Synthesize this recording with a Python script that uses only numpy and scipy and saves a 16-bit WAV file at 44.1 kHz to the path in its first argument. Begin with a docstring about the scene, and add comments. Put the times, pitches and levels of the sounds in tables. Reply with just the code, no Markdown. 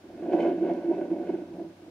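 """A low, wobbling boom swells up: a metal egg rolling on a dished plate, driven by an inductor's turning
field. Tiny bumps, runs of quick bounces and hard knocks ring the plate, which slowly calms; now and then
the egg slips with a short rasp. Behind it the coils hum at twice the mains frequency over a soft hiss.
Heard in a small lab on a stereo pair, with the plate a touch nearer the left microphone."""
import sys
import numpy as np
from scipy import signal
from scipy.fft import rfft, irfft, next_fast_len
from scipy.io import wavfile

SR = 44100
rng = np.random.default_rng(int(sys.argv[2]) if len(sys.argv) > 2 else 0)


def to_wav(s):
    """Save 16-bit WAV."""
    ch = np.atleast_2d(s).T  # columns
    pcm = np.round(np.clip(ch, -1, 1) * 32767)  # PCM
    wavfile.write(sys.argv[1], SR, pcm.astype(np.int16))


N = 83790

# room tone of the lab (frequency [Hz], relative density [dB])
HISS_SPECTRUM = [(20, -12.5), (40, -13), (56, -1.5), (80, -1.5), (120, -4.5), (170, 5.5), (300, -4),
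                 (700, -2.5), (1100, -11.5), (2000, -16), (3500, -19.5), (5600, -23.5), (8000, -31),
                 (9800, -29.5), (12500, -35.5), (15500, -33)]
# hum of the coils (frequency [Hz], level [dB])
HUM_PARTIALS = [(100, -65.5), (150, -74), (300, -69)]
# left microphone minus right (frequency [Hz], balance [dB])
MIC_BALANCE = [(250, 0), (340, -1.7), (490, -4.5), (600, 1), (750, -1.3), (1000, -3), (1500, -5),
               (2400, -2.5), (4000, 0)]
# modes of the plate (frequency [Hz], width [Hz], gain [dB])
PLATE_MODES = [(181.8, 12, -13.5), (242, 42.5, -12), (285.2, 37.7, -8), (309, 17.3, -3.5),
               (343.2, 18.5, -1.5), (398, 63.4, -16), (485.6, 92, -16.5), (590, 27.9, -9), (657, 53, -11.5),
               (726.3, 46.8, -12), (808.5, 40, -22), (957, 120, -26)]
# bright modes of plate and shell (frequency [Hz], width [Hz], gain [dB])
BRIGHT_MODES = [(1133, 23, -7), (1442, 36, -1.5), (1502, 63, 0), (1604, 146, -3.5), (2038, 130, -12.5),
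                (2196, 93, -6.5), (2605, 140, -12), (3064, 130, -13)]
# rasping resonances of the shell (frequency [Hz], width [Hz], gain [dB])
RASP_MODES = [(2160, 140, 1), (2560, 150, -4.5), (3030, 120, -4.5)]
# brief slips of the egg (peak time [s], grit level [dB], rasp level [dB], length [s])
SLIPS = [(0.329, -64, -54, .014), (0.353, -58, -62.5, .003), (0.406, -70, -50, 0.025),
         (0.427, -69, -55.5, 0.016), (0.473, -66, -56, .008), (0.689, -74, -63, 0.049),
         (.736, -60, -66, 0.0046), (0.943, -78, -58, .018), (1.277, -76, -65.5, 0.04)]
# grit of a slip (frequency [Hz], relative density [dB])
SLIP_SPECTRUM = [(1000, -19), (2500, 0), (4100, 2), (5500, -1.5), (7000, -4), (8000, -15.5), (10500, -5),
                 (15000, -19.5)]
# hard knocks of the egg (time [s], clunk peak [dB], ping peak [dB])
HARD_KNOCKS = [(.096, -38.5, -62), (.225, -35, -59), (.333, -15.5, -39.5), (.379, -27, -46),
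               (0.403, -25, -54.5), (0.432, -29, -43.5), (.447, -20.5, -41), (.459, -18.5, -45),
               (.515, -22.5, -47), (.695, -22.5, -45.5), (0.856, -36.5, -49.5), (.921, -27, -52.5),
               (0.964, -29, -52.5), (1.011, -28.5, -44.5), (1.114, -32, -53), (1.295, -25, -50),
               (1.346, -31.5, -49.5), (1.563, -34, -60), (1.594, -36, -57)]
# runs of quick bounces (peak time [s], relative level [dB], length [s], bounce rate [Hz])
BOUNCE_RUNS = [(0.057, -42.5, 0.022, 329.5), (.203, -31, 0.014, 324), (0.276, -28, 0.021, 341.8),
               (0.29, -23.5, 0.011, 313.7), (0.344, -17.5, 0.028, 344.2), (0.392, -25, 0.0081, 349),
               (0.434, -21, 0.01, 343.4), (0.488, -21.5, .017, 357), (0.521, -16, .013, 333.1),
               (0.551, -25, 0.015, 325), (0.601, -25, 0.014, 320), (0.629, -18, 0.025, 342.4),
               (0.655, -19.5, .01, 355.4), (.68, -18.5, 0.0093, 348), (0.715, -24, 0.011, 327.2),
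               (0.783, -25.5, 0.028, 338.5), (0.898, -22.5, 0.036, 335), (0.914, -19.5, 0.01, 339),
               (0.984, -20, 0.0071, 341.6), (1.019, -21, 0.01, 332.6), (1.122, -20, 0.022, 328),
               (1.189, -31, .014, 332), (1.203, -23.5, 0.018, 334.2), (1.298, -20, 0.016, 353.9),
               (1.353, -25, 0.018, 327), (1.423, -28, 0.013, 326.5), (1.523, -37, 0.022, 339),
               (1.663, -30.5, 0.03, 331)]
# dry contact noise of rolling (frequency [Hz], relative density [dB])
GRIT_SPECTRUM = [(200, -6), (1000, 9), (1300, -4), (2000, -3), (3200, -1.5), (4200, -8.5), (6000, -15),
                 (8000, -31), (11000, -18.5), (15000, -38)]
# swells of the plate's lowest mode (time [s], relative level [dB])
DRONE_SWELLS = [(0, -64.5), (.2, -54.5), (.33, -45.5), (.55, -45), (0.801, -46), (1.04, -43.5), (1.08, -54),
                (1.13, -42.5), (1.25, -51.5), (1.3, -40), (1.47, -55), (1.53, -46.5), (1.67, -47),
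                (1.72, -61.5), (1.9, -66)]
# swells of the boom, following how hard the egg rolls (time [s], relative level [dB])
BOOM_SWELLS = [(0.0, -59.5), (0.056, -48.5), (0.13, -46.5), (0.21, -38), (0.33, -31), (0.491, -29),
               (0.58, -32.5), (0.701, -31.5), (0.82, -38.5), (0.89, -33), (1.0, -34), (1.071, -38.5),
               (1.169, -35.5), (1.26, -35.5), (1.33, -33.5), (1.398, -40), (1.468, -47.5), (1.609, -39.5),
               (1.68, -46), (1.772, -63), (1.87, -46.5), (1.9, -50.5)]
# swells of the plate's upper modes (time [s], relative level [dB])
UPPER_SWELLS = [(0.0, -68.5), (0.2, -48.5), (0.316, -35.5), (0.339, -29.5), (0.373, -31.5), (0.43, -29),
                (0.467, -26), (0.569, -45), (0.703, -31), (0.74, -39), (0.872, -42), (0.935, -30.5),
                (0.956, -42.5), (1.024, -38), (1.067, -44), (1.12, -38.5), (1.2, -40.5), (1.255, -43.5),
                (1.294, -39.5), (1.434, -50.5), (1.571, -48), (1.612, -43), (1.772, -68.5), (1.86, -54.5),
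                (1.9, -53)]
# swells of the bright modes and grit (time [s], relative level [dB])
TREBLE_SWELLS = [(0.0, -75.5), (0.296, -58), (0.338, -49.5), (0.358, -55.5), (0.386, -50), (0.406, -53),
                 (0.46, -48), (0.544, -58), (0.598, -59), (0.682, -54.5), (0.824, -60.5), (0.942, -59.5),
                 (1.18, -63.5), (1.29, -58.5), (1.444, -69), (1.884, -77.5), (1.9, -83)]

TIME = np.arange(N) / SR


def undb(db):
    """Decibels to gain."""
    return 10 ** (np.asarray(db) / 20)


def rms(x):
    """Root-mean-square level."""
    return np.sqrt(np.mean(x ** 2))


def cut(x, hz, kind, order):
    """Smooth high-, low- or band-pass."""
    return signal.sosfilt(signal.butter(order, hz, kind, fs=SR, output="sos"), x)


def follow(curve):
    """Gain over time from (time [s], level [dB]) points."""
    return undb(np.interp(TIME, *np.array(curve).T))


def swell(peak_s, length_s):
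    """Bell-shaped gain, length_s wide at half height."""
    return 2 ** -((2 * (TIME - peak_s) / length_s) ** 2)


def colour(x, points):
    """Shapes x by (frequency [Hz], gain [dB]) points, at unit level."""
    hz, db = np.array(points, float).T
    f = np.maximum(np.fft.rfftfreq(N, 1 / SR), 1)
    shaped = irfft(rfft(x) * undb(np.interp(np.log(f), np.log(hz), db)), N)
    return shaped / rms(shaped)


def wide_noise(wide_hz):
    """Diffuse noise, nearly alike at both microphones in the bass and unrelated above wide_hz."""
    mid, side = rng.standard_normal((2, N))
    side = cut(side, wide_hz, "high", order=2) + undb(-14.5) * cut(side, 80, "low", order=2)
    return np.array([mid + side, mid - side]) / np.sqrt(2)


def room_hiss(level_db=-56.5):
    """Soft, steady room tone all around the microphones."""
    return undb(level_db) * colour(wide_noise(wide_hz=900), HISS_SPECTRUM)


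def coil_hum(sizzle_db=-80, pulse_hz=200):
    """The inductor hums in the centre, with a faint sizzle pulsing in time with the mains."""
    hum = sum(np.sqrt(2) * undb(db) * np.sin(2 * np.pi * (hz * TIME + rng.random()))
              for hz, db in HUM_PARTIALS)
    sizzle = cut(rng.standard_normal((2, N)), [3800, 7000], "band", order=2)
    sizzle *= np.sin(np.pi * pulse_hz * TIME) ** 2
    return hum + undb(sizzle_db) * sizzle / rms(sizzle)


def lab_reverb(x, wet_db, t60_s=0.22, gap_s=0.004):
    """The near walls add a short, diffuse tail just behind the direct sound."""
    tail = wide_noise(wide_hz=440) * np.exp(-np.log(1000) * TIME / t60_s) * (TIME > gap_s)
    tail /= np.sqrt(np.sum(tail ** 2) / 2)
    return x + undb(wet_db) * signal.fftconvolve(x, tail, axes=1)[:, :N]


def at_microphones(x, right_lag_s=0.00004):
    """The plate beams each pitch a little to one side, and reaches the left microphone first."""
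    hz, db = np.array(MIC_BALANCE).T
    size = next_fast_len(N + SR // 10)
    f = np.maximum(np.fft.rfftfreq(size, 1 / SR), 1)
    lean = undb(np.interp(np.log(f), np.log(hz), db) / 2)
    sides = np.array([lean, np.exp(-2j * np.pi * f * right_lag_s) / lean])
    return irfft(rfft(x, size) * sides, size)[:, :N]


def ring(force, modes, polarity=-1):
    """Damped modes pushed by a force; neighbours swing against each other (-1) or in step (1)."""
    return sum(polarity ** k * undb(db) * signal.lfilter(*signal.iirpeak(hz, hz / width, SR), force)
               for k, (hz, width, db) in enumerate(modes))


def radiate(x):
    """The plate gives off little below its first mode or above its main ones."""
    return cut(cut(x, 164, "high", order=6), 1030, "low", order=4)


def bumps(per_s=1600, scatter_db=4.5):
    """Force of the tiny bumps that pass under the egg, at random times and of random size."""
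    hits = (rng.random(N) < per_s / SR) * rng.choice([-1, 1], N)
    return hits * undb(scatter_db * rng.standard_normal(N))


def slips():
    """The egg slips for a moment: a gritty burst that sets its shell rasping."""
    grit_gain, rasp_gain = np.zeros((2, N))
    for peak_s, grit_db, rasp_db, length_s in SLIPS:
        slip = swell(peak_s, length_s)
        grit_gain += undb(grit_db) * slip
        rasp_gain += undb(rasp_db) * slip
    force = bumps()
    shell = ring(force, RASP_MODES)
    return grit_gain * colour(force, SLIP_SPECTRUM) + rasp_gain * shell / rms(shell)


def knocks(contact_s=0.00047):
    """Each knock is a short, hard push that clunks on the plate and pings its bright modes."""
    age = 2 * np.pi * TIME / contact_s
    push = age * np.exp(-age) + 1e-18
    clunk, ping = radiate(ring(push, PLATE_MODES)), ring(push, BRIGHT_MODES)
    clunk_hits, ping_hits = np.zeros((2, N))
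    for start_s, clunk_db, ping_db in HARD_KNOCKS:
        clunk_hits[int(start_s * SR)] = undb(clunk_db)
        ping_hits[int(start_s * SR)] = undb(ping_db)
    return [signal.fftconvolve(hits, sound / np.abs(sound).max())[:N]
            for hits, sound in [(clunk_hits, clunk), (ping_hits, ping)]]


def bounces(direct_db=-2.5, ring_db=-16.5):
    """The egg springs on its elastic contact: each run swells, dies away and leaves the plate ringing."""
    force = np.zeros(N)
    for peak_s, db, length_s, hz in BOUNCE_RUNS:
        force += undb(db) * swell(peak_s, length_s) * np.sin(2 * np.pi * (hz * TIME + rng.random()))
    ringing = radiate(ring(force + 1e-18, PLATE_MODES, polarity=1))
    return undb(direct_db) * force + undb(ring_db) * ringing


def rolling(split_hz=450, drone_db=-0.5, boom_db=1, upper_db=-0.5, bright_db=-0.5, grit_db=-9.5):
    """The bumps ring the plate in swells; the hardest rolling brings out bright modes and some grit."""
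    force = bumps()
    boom_modes = [mode for mode in PLATE_MODES[1:] if mode[0] < split_hz]
    upper_modes = [mode for mode in PLATE_MODES if mode[0] >= split_hz]
    body = np.zeros(N)
    for modes, swells, db in [(PLATE_MODES[:1], DRONE_SWELLS, drone_db),
                              (boom_modes, BOOM_SWELLS, boom_db),
                              (upper_modes, UPPER_SWELLS, upper_db)]:
        band = radiate(ring(force, modes))
        body += undb(db) * follow(swells) * band / rms(band)
    bright = ring(force, BRIGHT_MODES)
    treble = undb(bright_db) * bright / rms(bright) + undb(grit_db) * colour(force, GRIT_SPECTRUM)
    return body, follow(TREBLE_SWELLS) * treble


def scene():
    """Egg and plate over hum and hiss: the boom sounds close and dry, the treble carries more room."""
    roll_body, roll_treble = rolling()
    clunks, pings = knocks()
    hiss = room_hiss()
    body = at_microphones(roll_body + bounces() + clunks)
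    treble = at_microphones(roll_treble + pings + slips())
    return lab_reverb(body, wet_db=-13) + lab_reverb(treble, wet_db=-1.5) + coil_hum() + hiss


def record(dry):
    """The recorder cuts the top steeply above 15.6 kHz."""
    return signal.sosfilt(signal.ellip(10, .2, 70, 15600, fs=SR, output="sos"), dry)


dry = scene()
out = record(dry)
to_wav(out)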